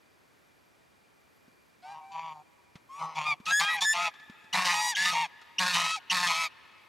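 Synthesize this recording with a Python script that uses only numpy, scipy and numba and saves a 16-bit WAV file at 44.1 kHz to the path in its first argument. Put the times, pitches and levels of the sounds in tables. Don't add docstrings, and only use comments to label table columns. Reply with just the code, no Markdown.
import sys
import numpy as np
from scipy import signal
from scipy.fft import rfft, irfft
from scipy.io import wavfile
from scipy.ndimage import uniform_filter1d
from numba import njit

SR = 44100
rng = np.random.default_rng(int(sys.argv[2]) if len(sys.argv) > 2 else 0)


def boost_factor(decibels):
    exponent = np.asarray(decibels, float) / 20
    return 10 ** exponent


def dump(signal):
    limited = np.clip(np.atleast_2d(signal).T, -1, 1)
    pcm = np.round(limited * 32767).astype(np.int16)
    wavfile.write(sys.argv[1], SR, pcm)


N = 303408
TIME = np.arange(N) / SR

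# (start [s], length [s], pipe level [dB], slap rate [Hz], fade over the syllable [dB])
HONKS = [(1.81, 0.17, -50, 154.3, 1), (1.915, 0.18, -36.5, 159.5, 28.5), (2.105, 0.22, -36, 165.3, 5),
         (2.31, .105, -42, 156, 11.5), (2.9, 0.096, -64, 155.1, -13), (2.985, 0.19, -31, 164.8, 20),
         (3.146, .19, -33.5, 156.3, 7.5), (3.452, 0.07, -46.5, 178.9, -3.5),
         (3.592, 0.058, -24.5, 168.5, 14.5), (3.66, 0.13, -43.5, 171.7, 0.5),
         (3.803, 0.048, -28.5, 183.7, 13), (3.925, 0.16, -35, 176.5, 2), (4.526, 0.15, -27, 184.3, 10.5),
         (4.645, .11, -28, 178.8, 10), (4.75, .18, -38.5, 175.1, 11), (4.953, 0.15, -48.5, 185.5, -8),
         (5.11, 0.15, -32, 169.2, 14), (5.585, 0.18, -32, 184.3, 8), (5.73, 0.18, -27, 174.8, 16),
         (5.91, 0.065, -60.5, 173.3, 15), (6.1, .17, -34.5, 182, -1.5), (6.265, .2, -29, 172, 16.5)]


@njit
def svf(x, hz, width):
    y = np.empty(len(x))
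    b, l = 0., 0.
    for i in range(len(x)):
        g, k = np.tan(np.pi * hz[i] / SR), width / hz[i]
        v = (b + g * (x[i] - l)) / (1 + g * (g + k))
        b, l = 2 * v - b, l + 2 * g * v
        y[i] = k * v
    return y


def band(x, hz, width):
    hz = hz + np.zeros(len(x))
    return svf(svf(x, hz, 1. * width), hz, 1. * width)


def unit(x):
    return x / np.sqrt(np.mean(x ** 2))


def wander(count, rate):
    k = int(SR / rate)
    return unit(uniform_filter1d(uniform_filter1d(rng.standard_normal(count), k), k))


def shaped(points):
    hz, db = np.transpose(points)
    f = np.maximum(np.arange(N // 2 + 1) * SR / N, 1)
    return rfft(rng.standard_normal(N)) * boost_factor(np.interp(np.log(f), np.log(hz), db)), f


def note(start, length, fade):
    i = np.arange(int(start * SR), int((start + length) * SR))
    t = i / SR - start
    return i, t, length - t, np.clip(np.minimum(t, length - t) / fade, 0, 1)


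def edges(t, left, attack, release):
    return np.clip(1 - t / attack, 0, 1) + np.clip(1 - left / release, 0, 1)


def air():
    # (frequency [Hz], level [dB per Hz])
    hiss_curve = [(15, -53), (25, -33), (70, -1), (352, 0), (710, -2.5), (2260, -5.5), (2810, -10),
                  (15800, -20.5)]
    # (frequency [Hz], side minus mid [dB])
    spread_curve = [(60, 2.5), (300, 2), (2400, -1.5), (5000, -15.5), (15000, -4.5)]
    # (frequency [Hz], width [Hz], level [dB])
    whine_bands = [(2396, 37, -78), (4680, 150, -85), (10050, 150, -94), (12500, 100, -83)]
    hiss_db = -66
    mid, f = shaped(hiss_curve)
    side, _ = shaped(hiss_curve)
    spread_hz, spread_db = np.transpose(spread_curve)
    side = side * boost_factor(np.interp(np.log(f), np.log(spread_hz), spread_db))
    mid, side = irfft(mid, N), irfft(side, N)
    gain = boost_factor(hiss_db + 0.15 * wander(N, 13.0)) / np.sqrt(np.mean(mid ** 2))
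    whine = np.zeros(N)
    for hz, width, db in whine_bands:
        whine += boost_factor(db + 2 * wander(N, 3.6)) * unit(band(rng.standard_normal(N), hz, width))
    return gain * np.array([mid + side, mid - side]) + whine


def yard(x):
    # (delay [s], level [dB])
    echo_taps = [
        (0.332, -32),
        (.41, -35),
        (.52, -37.5),
    ]
    t = TIME[:60000]
    tail = np.exp(-t / 0.86) * np.clip(t / 0.15, 0, 1)
    response = boost_factor(-67.5) * rng.standard_normal((2, len(t))) * tail
    response[1] = 0.49 * response[0] + 0.58 * response[1]
    for delay, db in echo_taps:
        at = int(delay * SR)
        smear = rng.standard_normal(1500) * np.exp(-t[:1500] / .012)
        response[:, at:at + 1500] += boost_factor(db - 25.0) * smear
    dull = signal.sosfilt(signal.butter(2, [550, 3600], "band", fs=SR, output="sos"), x)
    return signal.fftconvolve(dull[None], response, axes=1)[:, :N]


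def steps():
    # (time [s], thud level [dB], thud pitch [Hz], grit level [dB])
    footfalls = [
        (1.48, -48, 238, -52),
        (2.755, -38, 167, -35),
        (3.401, -39, 211.6, -42.5),
        (4.139, -90, 171, -37.5),
        (4.198, -58, 177, -38.5),
        (4.297, -37, 220, -38),
        (4.442, -51, 205.5, -41),
        (5.415, -54, 390, -34.5),
    ]
    out, t = np.zeros(N), TIME[:3000]
    for start, db, hz, grit_db in footfalls:
        thud = boost_factor(db) * np.sin(2 * np.pi * hz * t) * np.exp(-t / 0.0047) * np.clip(t / 0.00083, 0, 1)
        grit = boost_factor(grit_db - 6) * band(rng.standard_normal(3000), 1570.0, 3700.0) * np.exp(-t / 0.012)
        out[int(start * SR):][:3000] += svf(thud, hz + 0 * t, 440.0) + grit
    return out


def squeaks():
    # (time [s], level [dB], pitch [Hz], length [s])
    peeps = [
        (4.527, -29.5, 2857, 0.0081),
        (4.949, -28.5, 3070, 0.0091),
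        (5.5826, -21.5, 2820, 0.0099),
        (6.098, -23.5, 2773, 0.019),
    ]
    out, t = np.zeros(N), TIME[:2000]
    for start, db, hz, length in peeps:
        phase = 2 * np.pi * hz * (t + 1.57 * t ** 2) + 0.97 * wander(2000, 530)
        shape = np.clip(t / 0.0027, 0, 1) * np.clip((length + 0.007 - t) / 0.0048, 0, 1)
        out[int(start * SR):][:2000] += boost_factor(db) * shape * (np.sin(phase) + 0.44 * np.sin(2 * phase))
    return out


def whistles(turns):
    # (start [s], length [s], first pitch [Hz], held pitch [Hz], fundamental [dB])
    reeds = [(1.823, 0.14, 711, 828, -49), (1.996, 0.2, 762, 793, -52.5), (2.888, 0.21, 1042, 1221, -46.5),
             (3.25, .095, 1213, 1206, -33.5), (3.461, 0.068, 1235, 1342, -35),
             (3.505, 0.11, 1610, 1713, -26), (3.597, 0.11, 771, 828, -44), (3.606, 0.14, 1168, 1312, -36.5),
             (3.681, 0.091, 1916, 1940, -30.5), (3.74, 0.068, 852, 818, -37.5),
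             (3.81, 0.053, 1700, 1829, -40), (3.845, 0.0964, 1702, 1771, -26), (4.704, 0.25, 932, 968, -39),
             (4.72, 0.17, 829, 863.4, -35), (4.675, 0.14, 1205, 1268, -41),
             (4.959, 0.14, 1643, 1779, -31.5), (5.05, 0.091, 1214, 1269, -33.5),
             (5.129, 0.14, 922, 937, -31), (5.74, 0.23, 618, 649.6, -79), (5.949, 0.046, 982, 763, -44),
             (6.245, .24, 1235, 1304, -37), (6.341, 0.14, 2322, 2286, -38.5),
             (3.945, .155, 1195, 1306, -36), (3.935, .16, 678, 694, -44.5)]
    # (partials 2, 3, 4 [dB re the fundamental], upper series [dB re the third or fourth],
    # final droop of pitch [0-1])
    reed_tones = [(-12, -13, -32, -10, .08), (-22, -13, -42, -18, .001), (-22, -22, -35, -0.5, 0.2),
                  (2.5, -10.5, -13.5, -16.5, .09), (-2, -8, -34, -14, 0), (-14, -15, -9, -12.5, .001),
                  (9.5, 7, 8, -19, 0.03), (-7, -10, -18, -21, 0.09), (-11.5, -30.5, -32, 3, .02),
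                  (-10, -4.5, -23, -24, 0.05), (11, -1.5, -2, -11, .001), (-16, -11, -7.5, -13, 0.03),
                  (2, -11, -4.5, 4, 0.24), (-18, -44, -29, -16, 0.04), (1, -22, -31, -25, .001),
                  (-9, -23, -13, -13, 0.03), (-9.5, -18, -30, -5, .001), (-15, -10, -16, -16, .19),
                  (41.5, 23, 41, -10, .02), (-19, -1, -25, -5.5, 0.05), (-3, -10, -13, -7, .11),
                  (-9, -17, -56, -11, 0.05), (-4.5, -13, -22, -12, .08), (0, -1.5, -10, -15, 0.14)]
    glide_share, glide_bend = .92, 1.35
    break_hz, droop_s = 1500, 0.0515
    droop_db, shrill_droop_db = 45, 220
    attack_share, release_s, edge_db = 0.22, 0.021, 7.5
    swell_db, throb, breath_db = 10, .13, -26
    out = np.zeros(N)
    for (start, length, first_hz, held_hz, db), (*above_db, shrill_db, droop) in zip(reeds, reed_tones):
        i, t, left, gate = note(start, length, .007)
        droop = droop * (held_hz < break_hz) * np.clip(1 - left / droop_s, 0, 1) ** 1.64
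        glide = np.clip(1 - t / (glide_share * length), 0, 1) ** glide_bend
        hz = (held_hz + (first_hz - held_hz) * glide) * (1 - droop)
        wobble = .15 * (hz / 1700) ** 1.5 * np.sin(2 * np.pi * turns[i])
        phase = 2 * np.pi * np.cumsum(hz * (1 + .0015 * wander(len(i), 150))) / SR + wobble

        db = db - edge_db * edges(t, left, attack_share * length, release_s) - droop_db * droop
        db = db + np.c_[[0, *above_db]]
        swell = swell_db * (t / length - .5)
        top_db = np.maximum(db[2], db[3]) + shrill_db
        top_db = np.minimum(top_db, np.maximum(db[0], db[1]) - 4)
        top_db = top_db + swell - shrill_droop_db * droop
        db[1:] += swell / 2

        gate = gate * (1 + throb * np.cos(2 * np.pi * turns[i]))
        breath = unit(band(rng.standard_normal(len(i)), 3100.0, 13500.0))
        out[i] += gate * boost_factor(db.max(axis=0) + breath_db) * breath
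        for k in range(1, 17):
            level_db = db[k - 1] if k < 5 else top_db - 2.2 * (k - 6) * hz / 1000
            size = boost_factor(level_db + 4 + 1.5 * wander(len(i), 60)) * (k * hz < 15500)
            out[i] += gate * size * np.sin(k * phase + k * k)
    return out


def slap_phase():
    sag_hz_per_s = 40
    rate = np.full(N, 1. * HONKS[0][3])
    for start, length, _, hz, _ in HONKS:
        later = TIME >= start
        rate[later] = hz - sag_hz_per_s * np.minimum(TIME[later] - start, length)
    return np.cumsum(rate * (1 + .012 * wander(N, 60))) / SR


def membrane(turns):
    cycle = np.floor(turns).astype(int)
    size = boost_factor(1.6 * rng.standard_normal(cycle[-1] - cycle[0] + 1))[cycle - cycle[0]]
    hits = size * np.diff(cycle, prepend=cycle[0])
    rattles = rng.standard_normal((2, 400)) * np.exp(-TIME[:400] / .0022)
    blend = 1.1 * wander(len(turns), 14)
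    slaps = np.zeros(len(turns))
    for weight, rattle in zip((np.cos(blend), np.sin(blend)), rattles):
        slaps += np.convolve(hits * weight, rattle)[:len(turns)]
    puffs = size * (.5 + np.exp(-(turns % 1) / .5)) * rng.standard_normal(len(turns))
    return unit(slaps), unit(puffs), size


def windpipe(clear, hz, width, rough):
    main = band(band(clear, hz, 1.5 * width), hz, 2 * width)
    return unit(main + .33 * rough ** .5 * band(clear, 540., 110.))


def beak_ring(clear, hoarse, hz):
    return unit(band(clear, hz, 480.) + .4 * band(band(hoarse, 2100., 1900.), 2100., 2600.))


def blare_ring(hoarse, modes_hz, ring, size, turns):
    # (frequency [Hz], width [Hz], level [dB])
    blare_bands = [(3790, 147, 12), (4340, 190, 9.5), (6080, 980, 9), (6630, 4760, 14), (8500, 1500, -16)]
    overtones, wide = np.zeros(len(turns)), np.zeros(len(turns))
    for k in range(3, 7):
        overtones += (-1) ** k * svf(hoarse, k * modes_hz / 2, 207.0) / (k - 2) ** .5
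    for hz, width, db in blare_bands:
        wide += boost_factor(db) * band(rng.permutation(hoarse), hz, 2 * width) / width ** .5
    wide = wide * (size + np.cos(2 * np.pi * turns) / 2)
    treble = signal.butter(4, 2900, "high", fs=SR, output="sos")
    return unit(signal.sosfilt(treble, ring * unit(overtones) + (1 - ring) * unit(wide)))


def rasp(turns):
    # (turbulent share [0-1], beak [Hz], beak [dB], blare [dB], chest [dB]),
    # levels relative to the pipe
    throats = [(.08, 1870, -17.5, -13.5, -24), (.08, 2420, -27, -37, -25), (.08, 2340, -15, -23, -24),
               (0.079, 2280, -31, -27, -13), (.14, 2410, 1, -8, -21), (.14, 2030, -19, -21.5, -17.5),
               (.14, 2257, -5, -11.5, -13), (.4, 2510, 8.5, 8, -12.5), (.4, 1930, -6, -3.5, -16.5),
               (.4, 2235, 3.5, -2, -21), (.1, 2294, -9, 0, -21), (.1, 2280, -0.5, -3, -25),
               (.22, 1787, -3, -4, -13), (.22, 1938, -1, -0.5, -16.5), (.22, 2300, -1.5, 0.5, -19),
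               (.25, 1863, 12, 14.5, -8.5), (.35, 2214, -0.7, -3.5, -14.5), (.15, 1750, 1.5, 1.8, -8.5),
               (.22, 1970, -4.5, -1, -16.5), (.22, 2230, 18, 22.5, -1), (.18, 1760, 2, 3, -12),
               (.24, 2131, -3, -1.5, -21.5)]
    soft_db, loud_db = -60, -32
    pipe_ends_hz, width_ends_hz, ring_ends = (930, 1000), (260, 460), (.9, .6)
    pipe_attack_s, blare_attack_s, edge_db = 0.021, 0.0065, 25
    release_s, blare_release_s = .025, 0.035
    lazy_attack = 2.6
    treble_fade, chest_fade = 0.52, 1.02
    snap_hz, snap_s = 373, 0.016
    rise, rise_s = 0.244, 0.024
    out, chest = np.zeros(N), np.zeros(N, complex)
    next_starts = np.append(np.transpose(HONKS)[0], np.inf)[1:]
    for honk, throat, after in zip(HONKS, throats, next_starts):
        start, length, db, _, fade_db = honk
        rough, beak_hz, beak_db, blare_db, chest_db = throat
        i, t, left, gate = note(start, length + release_s, .003)
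        last = after > start + length + release_s
        fresh = not out[i[0] - 1]

        force_db = db + blare_db
        pipe_hz = np.interp(force_db, (soft_db, loud_db), pipe_ends_hz)
        width = np.interp(force_db, (soft_db, loud_db), width_ends_hz)
        ring = np.interp(force_db, (soft_db, loud_db), ring_ends)
        lazy = np.interp(force_db, (soft_db, soft_db + 10), (lazy_attack, 1))

        slow = db - edge_db * edges(t, left, pipe_attack_s * lazy, release_s)
        quick_release = blare_release_s if last else release_s
        quick = db - edge_db * edges(t, left, blare_attack_s * lazy, quick_release)
        fade_db = fade_db * t / length
        pipe_db = slow - fade_db
        chest_db = slow + chest_db - chest_fade * fade_db
        beak_db = (slow + quick) / 2 + beak_db - treble_fade * fade_db
        blare_db = quick + blare_db - treble_fade * fade_db

        modes_hz = beak_hz * (1 - rise * fresh * np.exp(-t / rise_s))
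        beak_hz = beak_hz + snap_hz * np.exp(-t / snap_s)
        pipe_hz = pipe_hz * (1 - .2 * last * np.exp((i - i[-1]) / SR / .05))

        slaps, puffs, size = membrane(turns[i])
        clear = (1 - rough) ** .5 * slaps + rough ** .5 * puffs
        hoarse_share = rough ** .5
        hoarse = (1 - hoarse_share) ** .5 * slaps + hoarse_share ** .5 * puffs
        pipe = windpipe(clear, pipe_hz, width, rough)
        beak = beak_ring(clear, hoarse, beak_hz)
        blare = blare_ring(hoarse, modes_hz, ring, size, turns[i])
        out[i] += gate * (boost_factor(pipe_db) * pipe - boost_factor(beak_db) * beak + boost_factor(blare_db) * blare)
        tremble = boost_factor(3.5 * wander(len(i), 58))
        chest[i] += gate * tremble * boost_factor(chest_db + 3) * np.exp(2j * np.pi * turns[i])
    return out, chest


def scene():
    turns = slap_phase()
    voice, chest = rasp(turns)
    voice = voice + whistles(turns) + squeaks()
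    side = boost_factor(-17.0) * svf(voice, 1140.0 + 0 * TIME, 1220.0)
    side -= boost_factor(-13) * svf(voice, 110.0 + 0 * TIME, 580.0)
    side += boost_factor(-28.5) * np.roll(voice, 5)
    ports = np.array([[boost_factor(-3.5) * np.exp(.4j)], [boost_factor(-1.0) * np.exp(-.4j)]])
    hum = np.real(chest * ports)
    return voice + np.array([side, -side]) + hum + yard(voice) + steps() + air()


def band_limit(x):
    return signal.sosfilt(signal.butter(12, 15950, fs=SR, output="sos"), x)


def record(dry):
    mic_top_hz = 11400
    mix = signal.sosfilt(signal.butter(1, mic_top_hz, fs=SR, output="sos"), dry)
    return band_limit(mix)


dry = scene()
out = record(dry)
dump(out)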